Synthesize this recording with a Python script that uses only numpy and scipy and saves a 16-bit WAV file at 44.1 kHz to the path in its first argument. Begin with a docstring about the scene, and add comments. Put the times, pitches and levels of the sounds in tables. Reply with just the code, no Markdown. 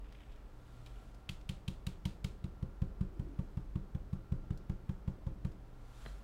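"""A hand rustles and slides over a plastic stencil on a work table, in a small, quietly humming room.
Then a stencil brush stipples through it onto a rubber mat, about five dabs a second: each a short
crunch of bristles and a soft thump of the table. At first the stencil's loose edge chatters too,
until the dabs pin it down. Last, the hand slides again and settles with a light knock.
One microphone above the table hears it all."""
import sys
import numpy as np
from scipy import signal
from scipy.fft import rfft, irfft
from scipy.io import wavfile
from scipy.ndimage import uniform_filter1d

SR = 44100
rng = np.random.default_rng(int(sys.argv[2]) if len(sys.argv) > 2 else 0)


def generate_wav(sig):
    """Save sig (samples, or channels by samples) to the path in sys.argv[1] as 16-bit PCM at SR."""
    pcm = np.round(np.clip(np.atleast_2d(sig).T, -1, 1) * 32767).astype(np.int16)
    wavfile.write(sys.argv[1], SR, pcm)


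N = 274963
TIME = np.arange(N) / SR

# dabs of the brush: (time of greatest force [s], force [dB], contact noise [dB])
DABS = [(1.2951, -32, -43.5), (1.4948, -27.5, -45), (1.6824, -27, -46), (1.87, -27, -45),
        (2.056, -24.5, -43.5), (2.246, -25, -44.5), (2.4429, -27.5, -56.5), (2.628, -25, -60.5),
        (2.8198, -21.5, -57.5), (3.01, -23, -56.5), (3.196, -26, -58.5), (3.3908, -24, -56.5),
        (3.572, -25.5, -56.5), (3.757, -24, -57), (3.9498, -25.5, -59.5), (4.1309, -25, -56),
        (4.3209, -21.5, -56.5), (4.5066, -23.5, -55.5), (4.6972, -24.5, -55), (4.8932, -24.5, -54),
        (5.0782, -24, -56), (5.268, -24.5, -58.5), (5.4498, -24, -51.5)]


def amp(db):
    """Decibels to gain."""
    return 10 ** (np.asarray(db) / 20)


def unit(x):
    """Scales to rms 1."""
    return x / np.sqrt(np.mean(x ** 2) + 1e-24)


def along(points, hz):
    """Reads a table on a log-frequency axis."""
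    f, value = np.transpose(points)
    return np.interp(np.log(hz + 1), np.log(f + 1), value)


def add(mix, s, sound):
    """Mixes a sound in at time s."""
    part = mix[max(round(s * SR), 0):][:len(sound)]
    part += sound[:len(part)]


def tint(x, spectrum):
    """Colours a long sound; rms 1."""
    gain = amp(along(spectrum, np.fft.rfftfreq(len(x), 1 / SR)))
    return unit(irfft(rfft(x) * gain, len(x)))


def response(spectrum, size=2048):
    """The causal click that has this spectrum; energy 1."""
    log_gain = np.log(amp(along(spectrum, abs(np.fft.fftfreq(size, 1 / SR)))))
    click = np.fft.ifft(np.exp(np.conj(signal.hilbert(log_gain)))).real[:size // 2]
    return click / np.linalg.norm(click)


def narrow(hz, width):
    """A wavering tone: noise in one narrow resonance."""
    f = np.fft.rfftfreq(N, 1 / SR)
    return unit(irfft(rfft(rng.standard_normal(N)) / (1 + (2 * (f - hz) / width) ** 2), N))


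def grains(count, spread_db):
    """Dense tiny slips of uneven size."""
    sizes = np.minimum(rng.standard_normal(count), 2.6)
    return unit(rng.standard_normal(count) * amp(spread_db * sizes))


def wobble(count, size):
    """Random drift, smoothed over size samples; rms 1."""
    return unit(uniform_filter1d(rng.standard_normal(count), size=size))


def sway(s, period_s, crest_s):
    """A slow swing between -1 and 1."""
    return np.cos(2 * np.pi * (s - crest_s) / period_s)


def glide(hz):
    """A sine that follows a moving pitch."""
    return np.sin(2 * np.pi * np.cumsum(hz) / SR)


def mode(t, hz, db, t60):
    """One resonance, dying by 60 dB in t60 seconds."""
    return amp(db - 60 * t / t60) * np.sin(2 * np.pi * hz * t)


def impact(spectrum, decay_s, count):
    """A short, coloured burst of noise; peak 1."""
    t = np.arange(count) / SR
    burst = signal.fftconvolve(rng.standard_normal(count) * np.exp(-t / decay_s), response(spectrum))
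    return burst / abs(burst).max()


def tail(build_s, size=16384):
    """Diffuse room echoes that build up and die band by band; energy 1."""
    # decay of the small room: (frequency [Hz], t60 [s])
    room_decay = [(100, 1), (400, 0.75), (1000, 0.43), (3500, 0.3), (8000, 0.41), (16000, .17)]
    hz, t, bands = signal.stft(rng.standard_normal(size), SR, nperseg=256)
    decay = amp(-60 * t / along(room_decay, hz)[:, None])
    diffuse = signal.istft(bands * decay, SR, nperseg=256)[1]
    diffuse *= 1 - np.exp(-np.arange(len(diffuse)) / SR / build_s)
    return diffuse / np.linalg.norm(diffuse)


def echoes(near_db=-9.0, far_db=-21.5, far_s=0.031):
    """Echoes from things near the table, then those from the far walls."""
    out = amp(near_db) * tail(0.0013)
    add(out, far_s, amp(far_db) * tail(0.0011))
    return out


def room(x):
    """Direct sound at the microphone, and its echoes."""
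    return x + signal.fftconvolve(x, echoes())[:N]


def room_tone(air_db=-53.0, whine_db=-81, whine_hz=1372, waver_hz=13):
    """Ventilation rumble, its hum and a faint whine that slowly swells and fades."""
    # spectrum of the rumble: (frequency [Hz], relative level [dB])
    air_spectrum = [(10, -20), (25, 3), (36, 0.5), (55, 0), (85, -12), (130, -16), (220, -18), (330, -22.5),
                    (600, -24.5), (1350, -31.5), (2300, -40.5), (5000, -47.5), (10000, -55), (16000, -54.5)]
    # steady tones of the room: (frequency [Hz], width [Hz], level [dB])
    hum_tones = [(47.1, 1.65, -55.5), (119.67, 1.7, -63.5), (168, 5, -80.5), (297.3, 6.7, -74.5),
                 (421.4, 3, -79), (776, 5.4, -82.5), (8000, 4.4, -99)]
    air = amp(air_db) * tint(rng.standard_normal(N), air_spectrum)
    hum = sum(amp(db) * narrow(hz, width) for hz, width, db in hum_tones)
    swell = amp(whine_db + 5 * sway(TIME, period_s=1.7, crest_s=1.03))
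    whine = unit(glide(whine_hz + waver_hz * wobble(N, 1000)))
    return air + hum + swell * whine


def strokes(rows, rise_db_per_s, fall_db_per_s):
    """Gain of hand movements that each swell, hold and die away."""
    return sum(amp(db - rise_db_per_s * np.maximum(s - TIME, 0)
                   - fall_db_per_s * np.maximum(TIME - s - hold, 0)) for s, hold, db in rows)


def hand(spread_db=4.0, crinkle_db=4.0):
    """The palm hisses over the plastic; under the fingers the sheet crinkles in short clumps."""
    # movements of palm and fingers: (time at full speed [s], hold [s], level [dB])
    slides = [(.3, .02, -83), (.69, 0.37, -73), (3.42, .1, -80), (6.02, 0.052, -63.5)]
    rustles = [(.135, 0.073, -67), (.95, 0.042, -73.5)]
    # spectra of skin and sheet: (frequency [Hz], relative level [dB])
    slide_spectrum = [(300, -11), (1200, 6.5), (2000, -2), (3600, 0), (5200, -6), (7500, -6),
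                      (11000, -12.5), (16000, -20)]
    rustle_spectrum = [(400, -7), (1400, -12), (2300, -4), (3400, -6.5), (4500, -21.5), (8000, -27),
                       (16000, -39)]
    clumps = amp(crinkle_db * wobble(N, 300))
    hiss = tint(grains(N, spread_db), slide_spectrum)
    crinkle = unit(clumps * tint(grains(N, spread_db), rustle_spectrum))
    return (hiss * strokes(slides, rise_db_per_s=66, fall_db_per_s=62)
            + crinkle * strokes(rustles, rise_db_per_s=100, fall_db_per_s=56))


def sheet_ticks(gain_db=-10.0):
    """Tiny snaps of the plastic sheet under the fingers."""
    # snaps: (time [s], relative peak [dB], centre [Hz])
    snaps = [(0.124, -42.5, 2500), (.321, -52, 3400), (.360, -51, 2600), (0.862, -39, 2950),
             (0.871, -44, 3400), (0.931, -56, 3600), (1.146, -46, 4460), (1.412, -46, 2900),
             (4.575, -44, 5450), (5.518, -51.5, 4760), (6.052, -53, 2600)]
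    out = np.zeros(N)
    for s, db, hz in snaps:
        spectrum = [(hz / 4, -24), (hz / 1.95, -2), (hz, 0), (hz * 2, -9), (hz * 4, -21)]
        add(out, s, amp(db + gain_db) * impact(spectrum, decay_s=0.005, count=1024))
    return out


def looseness(s, half_pinned_s=2.55, pinning_s=.25, stays_loose=.06):
    """Share of the contact noise that is chatter at time s; it falls as the stencil is pressed down."""
    return stays_loose + (1 - stays_loose) / (1 + np.exp((s - half_pinned_s) / pinning_s))


def first_touch(s, force_db, lead_s=.0015, usual_force_db=-24, lift_s=.0016):
    """When the tips arrive: a gentle dab takes longer to press home; a lifted stencil is met sooner."""
    return s - lead_s * np.sqrt(amp(usual_force_db - force_db)) - lift_s * looseness(s)


def bristle_crunch(spread_db=2.5, rise_s=0.00028, landing_s=.0044, settle_s=.0023):
    """Bristle tips land over a few milliseconds; where the stencil is loose it buzzes against the mat."""
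    # spectra of the tips and the loose stencil: (frequency [Hz], relative level [dB])
    bristle_spectrum = [(250, -4.5), (500, -1), (770, -11.5), (1090, -2), (1670, -7.5), (2400, -11.5),
                        (3400, -12.5), (4600, -27.5), (8000, -25.5), (12900, -34), (16000, -29)]
    chatter_spectrum = [(400, -44), (950, -5), (1750, -10), (2150, -5), (2620, -1), (2860, 0), (3170, 0),
                        (3600, 0), (4200, -4), (4650, -6), (5200, -11), (7700, -13), (11000, -17.5),
                        (16000, -30)]
    out, t = np.zeros(N), np.arange(1024) / SR
    bristles, chatter = response(bristle_spectrum), response(chatter_spectrum)
    landing = (1 - np.exp(-t / rise_s)) * np.exp(-np.maximum(t - landing_s, 0) / settle_s)
    for s, force_db, db in DABS:
        touch, loose = first_touch(s, force_db), looseness(s)
        for colour, share in (bristles, 1 - loose), (chatter, loose):
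            size = amp(db) * np.sqrt(share * 0.0059 * SR)  # its share of 5.9 ms of noise at this level
            burst = signal.fftconvolve(grains(len(t), spread_db) * landing, colour)
            add(out, touch, size * burst / np.linalg.norm(burst))
            # each direction gets its own mix of the many tips, so echoes keep only the broad colour
            add(out, touch + landing_s / 2, size * signal.fftconvolve(echoes(), colour))
    return out


def stencil_flap(gain_db=-3.0, hold_s=0.0047, fade_db_per_s=17, detune=0.011):
    """A lifted tongue of the stencil sings at its own pitches, less with each dab that pins it down."""
    # modes of the tongue: (frequency [Hz], relative level [dB], t60 [s])
    tongue_modes = [(2100, -7, 0.017), (2610, 5, 0.012), (3174, 8, 0.0049), (3600, -15, 0.011),
                    (4560, -22, .015)]
    out, t = np.zeros(N), np.arange(2048) / SR
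    free_s = np.maximum(t - hold_s, 0)
    for s, force_db, db in DABS:
        tunings = 1 + detune * rng.standard_normal(len(tongue_modes))
        ring = sum(amp(mode_db - 60 * free_s / t60) * np.sin(2 * np.pi * hz * tuning * t)
                   for (hz, mode_db, t60), tuning in zip(tongue_modes, tunings))
        pinned_db = fade_db_per_s * (s - DABS[0][0])
        add(out, first_touch(s, force_db), amp(db + gain_db - pinned_db) * ring)
    return out


def table_thumps(push_s=.00102, sink=.356):
    """The mat softens each dab to a smooth push: the top sinks away from the microphone, then rings."""
    # modes of the table: (frequency [Hz], relative level [dB], t60 [s],
    # side [+1 if the near part of the top swings with the blow, -1 if against it])
    table_modes = [(25.2, -9.6, .229, -1), (29.2, -11, .37, 1), (47.3, -27.6, 1.6, 1),
                   (66.3, -3.4, .072, 1), (79.3, -20.4, .473, 1), (100, -21.3, .197, 1),
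                   (129.3, -5.9, .133, 1), (140.2, .8, .063, -1), (186.4, -1.2, .099, -1),
                   (232.2, -7.4, .04, 1), (333.1, -8.6, .141, 1), (392.6, -12.5, .218, 1)]
    t, around = np.arange(SR * 3 // 2) / SR, np.arange(-SR // 100, SR // 100) / SR
    ring = sum(side * mode(t, hz, db, t60) for hz, db, t60, side in table_modes)
    push = np.exp(-(around / push_s) ** 2 / 2)
    force = np.zeros(N)
    for s, force_db, _ in DABS:
        add(force, s + around[0], amp(force_db) * push)
    return signal.fftconvolve(force, ring / push.sum())[:N] - sink * force


def hollow_boom(room_db=-1.0, spot_db=4.0, build_s=0.0014):
    """After each thump the top rings hollow and the room booms, varying with the spot that is struck."""
    # hollow modes of the top: (frequency [Hz], relative level [dB], t60 [s])
    hollow_modes = [(187, -25.5, 0.25), (319.4, -33.5, 0.25), (380, -41.5, 0.85), (425, -48, 0.97),
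                    (530.4, -40, 0.27)]
    # spectrum of the room's boom: (frequency [Hz], relative level [dB])
    boom_spectrum = [(60, -16), (130, -4), (190, 1), (245, -9.5), (320, -5), (400, -9.5), (460, -19.5),
                     (530, -9.5), (700, -27.5), (1500, -24.5), (4000, -78.5)]
    out, t, colour = np.zeros(N), np.arange(SR // 2) / SR, response(boom_spectrum)
    spots = rng.standard_normal((len(DABS), len(hollow_modes), 2))
    for (s, force_db, _), spot in zip(DABS, spots):
        ring = sum(np.sign(side) * mode(t, hz, db + spot_db * size, t60)
                   for (hz, db, t60), (side, size) in zip(hollow_modes, spot))
        add(out, s, amp(force_db) * ring * (1 - np.exp(-t / build_s)))
        add(out, s, amp(force_db + room_db) * signal.fftconvolve(tail(0.004), colour))
    return out


def bristle_splay(gain_db=-17.5, fade_s=0.038, spread_db=12.0):
    """Single bristles flick sideways while the brush is pressed flat and lifts again."""
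    # spectrum of a flick: (frequency [Hz], relative level [dB])
    flick_spectrum = [(800, -24), (2000, 4), (3200, 1), (5000, 1.5), (8000, -4), (12000, -14), (16000, -9)]
    out, t, colour = np.zeros(N), np.arange(SR // 8) / SR, response(flick_spectrum)
    for s, _, db in DABS:
        flicks = grains(len(t), spread_db) * np.exp(-t / fade_s)
        add(out, s, amp(db + gain_db) * signal.fftconvolve(flicks, colour))
    return out


def handle_clack(gain_db=-34, swing_db=5, build_s=0.0033, detune=0.06):
    """The handle gives a short woody knock, louder as the brush wanders onto a ridge of the mat."""
    # modes of the handle: (frequency [Hz], relative level [dB], t60 [s])
    handle_modes = [(734, -3, 0.059), (913, -2.5, 0.13), (1055, 5, 0.038), (1194, 0.5, 0.044),
                    (1900, -22, 0.033)]
    out, t = np.zeros(N), np.arange(4096) / SR
    for s, force_db, _ in DABS:
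        tunings = 1 + detune * rng.standard_normal(len(handle_modes))
        ring = sum(mode(t, hz * tuning, db, t60) for (hz, db, t60), tuning in zip(handle_modes, tunings))
        ridge_db = swing_db * sway(s, period_s=1.62, crest_s=1.92)
        add(out, s, amp(force_db + gain_db + ridge_db) * ring * (1 - np.exp(-t / build_s)))
    return out


def table_creak(db=-55.0, waver=0.072):
    """A soft, rough creak that sinks in pitch as the weight on the table shifts."""
    # course of the creak: (time [s], pitch [Hz])
    creak_pitch = [(3.081, 352), (3.2, 319.3), (3.32, 296), (3.42, 263)]
    s, hz = np.transpose(creak_pitch)
    t = np.arange(s[0], s[-1], 1 / SR)
    pitch = np.interp(t, s, hz) * (1 + waver * wobble(len(t), 300))
    grip = wobble(len(t), 900)
    out = np.zeros(N)
    add(out, s[0], amp(db) * grip * signal.windows.tukey(len(t)) * glide(pitch))
    return out


def hand_knocks():
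    """The hand settles on the table with a light double knock."""
    # landings of the hand: (time [s], peak [dB])
    landings = [(6.053, -43), (6.0607, -39)]
    # spectrum of a knock: (frequency [Hz], relative level [dB])
    knock_spectrum = [(40, -18), (150, 8.5), (300, 2), (600, -6), (1100, -11), (1600, -5.5), (2200, -13),
                      (3800, -22), (6000, -43), (16000, -58)]
    out = np.zeros(N)
    for s, db in landings:
        add(out, s, amp(db) * impact(knock_spectrum, decay_s=0.0025, count=2048))
    return out


def finger_squeak(start_s=6.064, length_s=0.028, hz=4080, db=-64, waver=0.01):
    """A fingertip squeaks faintly as it stops on the plastic."""
    out, count = np.zeros(N), int(length_s * SR)
    pitch = hz * (1 + waver * wobble(count, 100))
    add(out, start_s, amp(db) * signal.windows.tukey(count) * glide(pitch))
    return out


def scene():
    """Everything as one microphone above the table hears it."""
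    table = table_thumps() + hollow_boom()
    brush = bristle_crunch() + bristle_splay() + stencil_flap() + handle_clack()
    fingers = room(sheet_ticks() + hand_knocks() + finger_squeak()) + hand()
    return (table + brush + fingers + table_creak() + room_tone())[None]


def record(dry):
    """The recorder's band limit, at 15.9 kHz."""
    lowpass = signal.firwin(511, 15900, window=("kaiser", 9), fs=SR)
    return signal.oaconvolve(dry, lowpass[None], "same")


dry = scene()
out = record(dry)
generate_wav(out)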